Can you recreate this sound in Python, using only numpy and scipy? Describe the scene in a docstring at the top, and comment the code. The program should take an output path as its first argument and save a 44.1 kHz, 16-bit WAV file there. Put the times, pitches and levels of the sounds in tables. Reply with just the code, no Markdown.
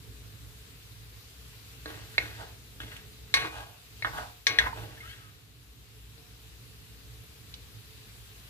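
"""A wooden spoon knocks on and scrapes along a cast-iron pan of wet vegetables in a home kitchen.
Knocks and scrapes drive decaying modes of spoon, damped pan and iron; knocks add a crash of noise.
Wet bubbles and squeaks of the spoon on iron are short gliding tones; a low rumble and a faint smooth
sizzle, both filtered noise, lie below. Two microphone ports a few centimetres apart pick it up."""
import sys
import numpy as np
from scipy import signal
from scipy.fft import rfft, irfft, next_fast_len
from scipy.io import wavfile
from scipy.ndimage import uniform_filter1d

SR = 44100
rng = np.random.default_rng(int(sys.argv[2]) if len(sys.argv) > 2 else 0)


def transcribe(signal):
    """Save signal, clipped to [-1, 1], as a 16-bit WAV file at the path in sys.argv[1]."""
    frames = np.atleast_2d(signal).T
    limited = np.clip(frames, -1, 1)
    pcm = np.round(limited * 32767).astype(np.int16)
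    wavfile.write(sys.argv[1], SR, pcm)


N = 374409

# Scraping strokes. Each row: start in s, rise in s, fall in s, top level in dB, starting colour in Hz,
# colour width in octaves, grit in dB.
STROKES = [(1.867, .012, 0.32, -44, 1200, 1.8, -18), (2.1, 0.059, .03, -55, 1700, 0.41, -4),
           (2.19, 0.018, 0.31, -41, 1690, 2, -13), (2.371, 0.038, 0.15, -43, 900, 0.66, -9),
           (2.804, 0.01, 0.22, -45, 1550, 2.9, 4), (2.89, 0.031, 0.21, -47.5, 1590, 0.93, -1),
           (3.348, 0.019, 0.15, -29, 2100, 1.46, -1), (3.41, 0.046, 0.062, -34, 1250, 1.5, -11),
           (3.501, 0.077, 0.21, -41.5, 980, .55, -5.5), (4.055, 0.013, 0.066, -34.5, 1170, 0.75, -33),
           (4.12, .066, .14, -35, 1050, 0.47, -13.5), (4.478, .02, 0.19, -34, 2200, 2, -10),
           (4.594, .012, 0.14, -28.5, 1670, 0.88, -31), (4.639, 0.029, 0.049, -31, 1100, 0.66, -19),
           (4.7, 0.093, .33, -44.5, 810, 0.84, -5), (4.88, 0.22, 0.35, -50, 1900, 0.58, 3.5)]
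# Short modes of spoon and food-damped pan. Each row: frequency in Hz, level in dB, t60 in s before damping.
SHORT_MODES = [(310, -3, .25), (450, -3, .2), (600, -6, .08), (700, -5, .08), (800, -4, .09),
               (990, -4, .07), (1280, -5, .07), (1440, -3, .08), (1620, -.5, .14), (1850, -3, .13),
               (1955, -.5, .1), (2170, -.4, .075), (2620, -2.5, .045), (2920, -3.5, .045), (3340, -3, .06),
               (3600, -4, .07), (3990, -2.5, .07), (4150, -.5, .06), (4550, -6, .04), (5780, -7, .04),
               (6820, -18, .025), (8900, -22, .015)]
# Long modes of the iron. Each row: frequency in Hz, level in dB, t60 in s.
IRON_MODES = [(455, -13, .9), (721, -7, 1.2), (808, -20, .5), (1111, -2, .5), (1626, -17, .5),
              (1852, -18, .4), (2170, -1, .26), (2302, -15, .5), (2458, -14, .7), (2966, -24, .4),
              (3338, -23, .4), (3835, -18, .4), (4140, -14, .25), (4264, -19, .35), (4495, -14, .2),
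              (5778, -14, .2)]


def from_db(db):
    """Decibels to gain."""
    return 10 ** (np.asarray(db) / 20)


def rms_one(x):
    """Scale to unit rms."""
    return x / np.sqrt(np.mean(x ** 2) + 1e-20)


def in_time(rows):
    """Columns of a curve, one value a sample."""
    s, *columns = np.transpose(rows)
    return [np.interp(np.arange(N) / SR, s, c) for c in columns]


def at_hz(points, hz):
    """Read a table on a log-frequency axis."""
    table_hz, values = np.array(points).T
    return np.interp(np.log(hz), np.log(table_hz), values)


def band_filter(order, low_hz, high_hz):
    """Butterworth band-pass sections."""
    return signal.butter(order, [low_hz, high_hz], "band", fs=SR, output="sos")


def drift(rate_hz):
    """Slow random wander with rms 1, drawn every 40 samples and interpolated."""
    r = np.exp(-80 * np.pi * rate_hz / SR)
    white = rng.standard_normal(N // 40 + 2002)
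    slow = signal.lfilter([1], [1, -2 * r, r * r], white)[2000:]   # skips the filter's start
    return np.interp(np.arange(N) / 40, np.arange(len(slow)), rms_one(slow))


def ring(force, hz, t60_s):
    """Decaying mode: a unit click starts a sine of initial amplitude 1."""
    r = from_db(-60 / (t60_s * SR))
    w = 2 * np.pi * hz / SR
    return signal.lfilter([0, np.sin(w)], [1, -2 * r * np.cos(w), r * r], force + 1e-18)


def stereo_pair(mid, side, hz):
    """Mix two noises to the left-right likeness and level difference at this frequency."""
    # Each row: frequency in Hz, left-right correlation.
    likeness = [(60, 0.94), (130, 0.92), (290, 0.65), (640, 0.52), (1410, -0.069), (3100, -0.1),
                (6820, -0.084), (15000, 0.072)]
    # Each row: frequency in Hz, left minus right in dB.
    leaning = [(60, 2), (110, -6), (200, 10.5), (380, 6.5), (700, -0.5), (1290, 5.5), (2380, 2.5),
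               (4400, 2.5), (8120, -3), (15000, 4.5)]
    alike = np.clip(at_hz(likeness, hz), -1, 1)
    half_lean_db = at_hz(leaning, hz) / 2
    pair = np.sqrt(1 + alike) * mid + np.sqrt(1 - alike) * side * [[1], [-1]]
    return pair * from_db([[half_lean_db], [-half_lean_db]])


def rumble():
    """Low noise that rings in a few resonances of room and stove, each wandering in level."""
    # Each row: frequency in Hz, width in Hz, relative level in dB.
    resonances = [(58.5, 6.9, 1), (110.9, 11.9, 0.5), (172, 10, -28), (275, 8, -18.5), (324, 10, -28),
                  (433, 25, -12)]
    out = 0
    for hz, width_hz, level_db in resonances:
        r = np.exp(-np.pi * width_hz / SR)
        poles = [1, -2 * r * np.cos(2 * np.pi * hz / SR), r * r]
        white = rng.standard_normal((2, N + 9000))
        mid, side = signal.lfilter([1, 0, -1], poles, white)[:, 9000:]
        gain = from_db(level_db + 1.4 * drift(11.0))
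        out = out + gain * stereo_pair(rms_one(mid), rms_one(side), hz)
    return rms_one(signal.sosfilt(band_filter(2, 38, 520), out))


def sizzle(spectrum, patchy_db):
    """Bursts too dense to tell apart, made as noise in quarter-octave bands that flicker a little."""
    out, together = 0, drift(27.0)
    first_hz, last_hz = spectrum[0][0], spectrum[-1][0]
    edges_hz = first_hz * 2 ** np.arange(0, np.log2(last_hz / first_hz) + .1, .25)
    white = rng.standard_normal((2, 2, N))   # neighbouring bands use different noise
    for k, (low_hz, high_hz) in enumerate(zip(edges_hz, np.minimum(edges_hz[1:], .45 * SR))):
        mid, side = signal.sosfilt(band_filter(2, low_hz, high_hz), white[k % 2])
        hz = np.sqrt(low_hz * high_hz)
        flicker_db = patchy_db * (0.21 * together + drift(9.3))
        out = out + from_db(at_hz(spectrum, hz) + flicker_db) * stereo_pair(mid, side, hz)
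    return rms_one(out)


def hump(hz, centre_hz, octaves):
    """Bell curve on a log-frequency axis."""
    return np.exp(-.5 * (np.log2(hz / centre_hz) / np.maximum(octaves, .12)) ** 2)


def colour(hz, centre_hz, octaves, edge_db, edge_hz, thump_db, ping_db):
    """How strongly a contact drives hz: humps for body, hard edge, low thump and top ping, plus a floor."""
    body = hump(hz, centre_hz, octaves)
    edge = from_db(edge_db) * hump(hz, edge_hz, .2)
    thump = from_db(thump_db) * hump(hz, 410, 0.4)
    ping = from_db(ping_db) * hump(hz, 5850, .1)
    return body + edge + thump + ping + 0.0033


def crash(contact, treble_db, decay_share):
    """Countless high modes merge into noise, separate in each port, that dies band by band."""
    # Each row: band centre in Hz, level in dB, t60 in s before decay_share.
    bands = [(500, -6, .3), (1000, -3, .3), (2000, -.3, .28), (4000, -.3, .26), (8000, -3, .24),
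             (13000, -9, .16)]
    t = np.arange(int(.3 * SR)) / SR
    hz = np.maximum(np.fft.rfftfreq(len(t), 1 / SR), 1)
    tint = colour(hz, *contact) ** .8 + from_db(treble_db) * hump(hz, 8000, .8)
    white = rfft(rng.standard_normal((2, len(t)))) * tint
    noise = 0
    for band_hz, db, t60_s in bands:
        decay = from_db(db - 60 * t / (t60_s * decay_share))
        noise = noise + decay * irfft(white * hump(hz, band_hz, 0.63), len(t))
    return (1 - np.exp(-t / 0.00018)) * noise


def knocks():
    """A brief push drives short modes by its colour and the iron's long ring; a crash of noise joins."""
    # Each row: start in s, level in dB, strike colour in Hz, colour width in octaves, hard edge in dB,
    # edge in Hz, low thump in dB, top ping in dB, iron ring in dB, factor on short-mode t60,
    # left minus right in dB.
    hits = [(1.858, -29.5, 1240, 0.47, -1, 4160, 2, -35, -23, 0.53, -2),
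            (2.181, -9.5, 2365, 0.15, -9.5, 4360, -31.5, -35, -24.5, 0.3, -2),
            (2.803, -29, 1530, 0.14, 2, 3040, -7, -30, -35, 0.42, 0),
            (2.965, -37.5, 1550, .27, 16, 2870, -23, -17, -32, 0.5, -2),
            (3.3404, -9.5, 2200, 0.6, 10.5, 4170, -20, -6, -13.5, 0.42, -0.5),
            (3.449, -27, 1130, 0.2, -16, 2900, -13.5, -33, -15, .8, -1),
            (4.024, -23.5, 2210, 0.17, -8, 4160, -24.5, -38, -27.5, 0.69, 2),
            (4.047, -16.5, 1270, 0.45, -8.5, 3300, -20.5, -40, -30.5, 0.55, -4.5),
            (4.4685, -10, 2310, 0.51, 6, 4000, -18, 6.5, -14, 0.34, 5),
            (4.5869, -5.5, 1820, 0.14, -2.5, 3410, -30, -10.5, -32.5, 0.61, 3),
            (4.775, -41, 700, 0.41, 2, 3200, -19, -30, -22, .68, -9),
            (6.18, -51.5, 715, .2, 11, 4200, 8, -29, -9, .99, 7),
            (7.5401, -32.5, 3200, 0.26, 4, 4700, -32, -5, -25, 0.28, -3)]
    contact_ms_at_0_db, shortening_db_per_edge_db = .05, .3   # a harder edge touches more briefly
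    crash_db, treble_under_edge_db, crash_decay_share = -13, -13, 0.32
    out, t = np.zeros((2, N)), np.arange(int(.7 * SR)) / SR
    radiate = signal.butter(2, 290, "high", fs=SR, output="sos")   # a small body pushes little air in the bass
    lucks = from_db(rng.normal(0, 1.5, (len(hits), 40)))   # random gain per mode
    for row, luck in zip(hits, lucks):
        s, level_db, *contact, iron_db, damping, pan_db = row
        edge_db = contact[2]
        contact_ms = contact_ms_at_0_db * from_db(-shortening_db_per_edge_db * edge_db)
        push = np.exp(-.5 * (4000 * t / max(contact_ms, .03) - 2.5) ** 2)
        push /= push.sum()
        short_push = push[:int(.3 * SR)]

        thud = 0
        for k, (hz, db, t60_s) in enumerate(SHORT_MODES):
            gain = (-1) ** (k // 3) * from_db(db) * colour(hz, *contact) * luck[k]
            thud = thud + gain * ring(short_push, hz, t60_s * max(damping, .1))
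        thud = signal.sosfilt(radiate, thud)
        thud = thud / np.sqrt(5 * np.mean(thud[:250] ** 2))   # level set by the first 250 samples

        iron = 0
        for k, (hz, db, t60_s) in enumerate(IRON_MODES):
            gain = (-1) ** (k // 2) * from_db(db) * colour(hz, *contact) ** .5 * luck[-1 - k]
            iron = iron + gain * ring(push, hz, t60_s)

        sound = from_db(iron_db) * iron * np.ones((2, 1))
        burst = crash(contact, edge_db + treble_under_edge_db, crash_decay_share)
        sound[:, :len(short_push)] += thud + from_db(crash_db) * burst
        at = round(s * SR)
        panned = sound[:, :N - at] * from_db([[pan_db / 2], [-pan_db / 2]])
        out[:, at:at + len(t)] += from_db(level_db) * panned
    return out


def stroke_db(start_s, rise_s, fall_s, top_db):
    """Sample indices of one stroke and its level: swell, then fade, linear in dB."""
    swell_db, fade_db = 12, 26.5
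    at = np.arange(round(start_s * SR), round((start_s + rise_s + fall_s) * SR))
    levels_db = [top_db - swell_db, top_db, top_db - fade_db]
    return at, np.interp(at / SR - start_s, [0, rise_s, rise_s + fall_s], levels_db)


def scraping(slips_per_s, iron_db, apart):
    """The blade stutters over rough iron: dense uneven slips drive the modes, partly unlike at the ports."""
    sag_octaves_per_s = .9   # the colour darkens as the blade slows
    out = np.zeros((2, N))
    modes = [(hz, db, 0.39 * t60_s) for hz, db, t60_s in SHORT_MODES]
    modes += [(hz, db + iron_db, t60_s) for hz, db, t60_s in IRON_MODES]
    for *shape, start_hz, octaves, grit_db in STROKES:
        at, level_db = stroke_db(*shape)
        centre_hz = start_hz * 2 ** (-sag_octaves_per_s * (at - at[0]) / SR)
        slip_db = 1.8 * np.minimum(rng.exponential(1, len(at)), 4)
        slips = (rng.random(len(at)) < slips_per_s / SR) * from_db(slip_db)
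        common = rng.standard_normal(len(at))
        force = slips * (common + apart * rng.standard_normal((2, len(at))))
        sound = 0
        for k, (hz, db, t60_s) in enumerate(modes):
            drive = from_db(db) * colour(hz, centre_hz, octaves, grit_db, 2980, -22.5, -33.5)
            sound = sound + (-1) ** k * ring(force * drive, hz, t60_s)
        rasp = signal.sosfilt(band_filter(2, 4500, 12000), force)   # the slips heard directly
        sound = sound + from_db(grit_db + 14) * rasp
        # flattened, so that the stroke's shape sets the level
        loudness = np.sqrt(uniform_filter1d((sound ** 2).mean(axis=0), size=3000) + 1e-12)
        out[:, at] += sound / loudness * from_db(level_db) * signal.windows.tukey(len(at), .1)
    return out


def stirring():
    """Stirred food sizzles harder and the pan shakes while the blade moves: a smoothed control signal."""
    level_share, smooth_s = 0.53, 0.037   # share of the stroke's level in dB
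    moved = np.zeros(N)
    for row in STROKES:
        at, level_db = stroke_db(*row[:4])
        moved[at] = np.maximum(moved[at], from_db(level_share * level_db))
    return np.maximum(uniform_filter1d(moved, size=int(smooth_s * SR)), 0)


def chirps():
    """Short gliding tones with one overtone: wet bubbles and squeaks of the spoon on iron."""
    # Each row: start in s, level in dB, start in Hz, end in Hz, length in s, overtone in dB,
    # left minus right in dB.
    glides = [(4.663, -32.5, 940, 1085, 0.019, -27, -14), (4.728, -33.5, 923, 1035, 0.012, -32.5, -5),
              (4.974, -50, 1710, 1850, .018, -32, 3), (5.002, -42.5, 2060, 2230, 0.023, -18, -3),
              (5.027, -48, 1217, 1490, 0.071, -19, 6), (5.082, -56, 1496, 1720, 0.072, 8, 2),
              (5.09, -52, 2120, 2300, .04, -5, 6), (5.157, -57, 1364, 1173, 0.193, -29, 0)]
    out = np.zeros((2, N))
    for s, level_db, start_hz, end_hz, length_s, overtone_db, pan_db in glides:
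        u = np.linspace(0, 1, int(length_s * SR))
        phase = 2 * np.pi * np.cumsum(start_hz + (end_hz - start_hz) * u) / SR
        shape = np.sin(np.pi * u ** 0.6) ** 1.3
        wave = np.sin(phase) + from_db(overtone_db) * np.sin(2 * phase)
        tone = from_db(level_db) * shape * wave
        at = round(s * SR)
        out[:, at:at + len(u)] += tone * from_db([[pan_db / 2], [-pan_db / 2]])
    return out


def ports(x):
    """The two ports hear the pan with level and phase differing by frequency, and own near echoes."""
    # Each row: frequency in Hz, left minus right in dB.
    pan_leaning = [(60, -1.0), (110, -4.0), (200, -3.5), (380, 1.0), (700, -6.5), (1290, -0.5), (2380, 2.5),
                   (4400, 5.0), (8120, -1.0), (15000, 1.5)]
    # Each row: frequency in Hz, phase by which left leads in radians.
    pan_phase = [(100, .05), (600, .6), (1100, 2.2), (1700, 1.4), (2500, 1.9), (4200, 2.7), (8000, 5.5),
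                 (16000, 11.)]
    # Echoes off the stove, one list for the left port, one for the right. Each row: delay in s, level in dB.
    stove_echoes = [
        [(.0021, -34), (.0074, -34.5)],
        [(.0033, -6), (.0078, -14.5)],
    ]
    size = next_fast_len(N + 4096)
    hz = np.maximum(np.fft.rfftfreq(size, 1 / SR), 1)
    lean = from_db(at_hz(pan_leaning, hz) / 2)
    right_lag = np.exp(-1j * at_hz(pan_phase, hz))
    paths = []
    for port_echoes in stove_echoes:
        echoes = sum(from_db(db) * np.exp(-2j * np.pi * hz * s) for s, db in port_echoes)
        paths.append(1 + echoes)
    return irfft(rfft(x, size) * paths * [lean, right_lag / lean], size)[:, :N]


def kitchen(x):
    """Room reverberation: eight feedback delays a side, duller on every round."""
    bass_t60_s, wall_cut_hz = 0.49, 2400
    size = next_fast_len(N + SR)
    w = 2 * np.pi * np.fft.rfftfreq(size)
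    dull = 1 / (1 + 1j * w * SR / (2 * np.pi * wall_cut_hz))
    response = np.zeros((2, len(w)), complex)
    for k, lag in enumerate(np.geomspace(.006, .037, 16) * SR):
        loop = from_db(-60 * lag / SR / bass_t60_s) * dull * np.exp(-1j * w * round(lag))
        response[k % 2] += loop / (1 - loop) * (-1) ** (k // 2)
    return irfft(response * rfft(x, size), size)[:, :N]


def scene():
    """Pan sounds through ports and room, over the background."""
    # Background between the strokes. Each row: time in s, rumble in dB, upper sizzle in dB.
    background_levels = [(0.0, -49, -59), (0.16, -48, -58.5), (1.32, -52.5, -58), (2.22, -48, -55),
                         (2.62, -50, -58.5), (3.33, -48, -58), (3.5, -52, -57.5), (3.66, -59, -61.5),
                         (4.11, -47.5, -55), (4.45, -57.5, -60.5), (4.68, -46.5, -57.5),
                         (5.51, -54.5, -63.5), (6.24, -52, -60), (7.52, -49.5, -58), (7.97, -51.5, -58),
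                         (8.49, -51, -57)]
    # Each row: frequency in Hz, relative density in dB per Hz.
    lower_spectrum = [(260, -40.5), (450, -4), (586, -20), (635, -7), (746, -12.5), (994, -8), (1610, -6.5),
                      (1740, -5), (2030, -7), (2860, -3), (3060, -5), (3990, -3), (7000, -13.5),
                      (9100, -39), (15400, -120)]
    # Each row: frequency in Hz, relative density in dB per Hz.
    upper_spectrum = [(2940, -20), (5000, -14.5), (6470, -3), (7420, 2), (8250, -4), (11700, 2),
                      (14900, -1), (15700, -4.5), (16000, -11)]
    lower_above_upper_db, kitchen_db = 2.5, -17.5
    stir_rumble_db, stir_lower_db, stir_upper_db = -26, -29, -36   # added where stirring() is 1
    rumble_db, sizzle_db = in_time(background_levels)
    stir = stirring()

    rumble_gain = np.hypot(from_db(rumble_db), from_db(stir_rumble_db) * stir)
    lower_gain = np.hypot(from_db(sizzle_db + lower_above_upper_db), from_db(stir_lower_db) * stir)
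    upper_gain = np.hypot(from_db(sizzle_db), from_db(stir_upper_db) * stir)
    background = rumble_gain * rumble()
    background += lower_gain * sizzle(lower_spectrum, patchy_db=1.07)
    background += upper_gain * sizzle(upper_spectrum, patchy_db=1.2)

    pan = knocks() + scraping(slips_per_s=1300, iron_db=-21.5, apart=0.43) + chirps()
    return ports(pan) + from_db(kitchen_db) * kitchen(pan.mean(axis=0)) + background


def record(dry):
    """The highest peaks are rounded, the top is cut steeply."""
    cutoff_hz = 15750
    rounded = dry / (1 + np.abs(dry) ** 4) ** .25
    return .97 * signal.sosfilt(signal.cheby2(16, 60, cutoff_hz, fs=SR, output="sos"), rounded)


dry = scene()
out = record(dry)
transcribe(out)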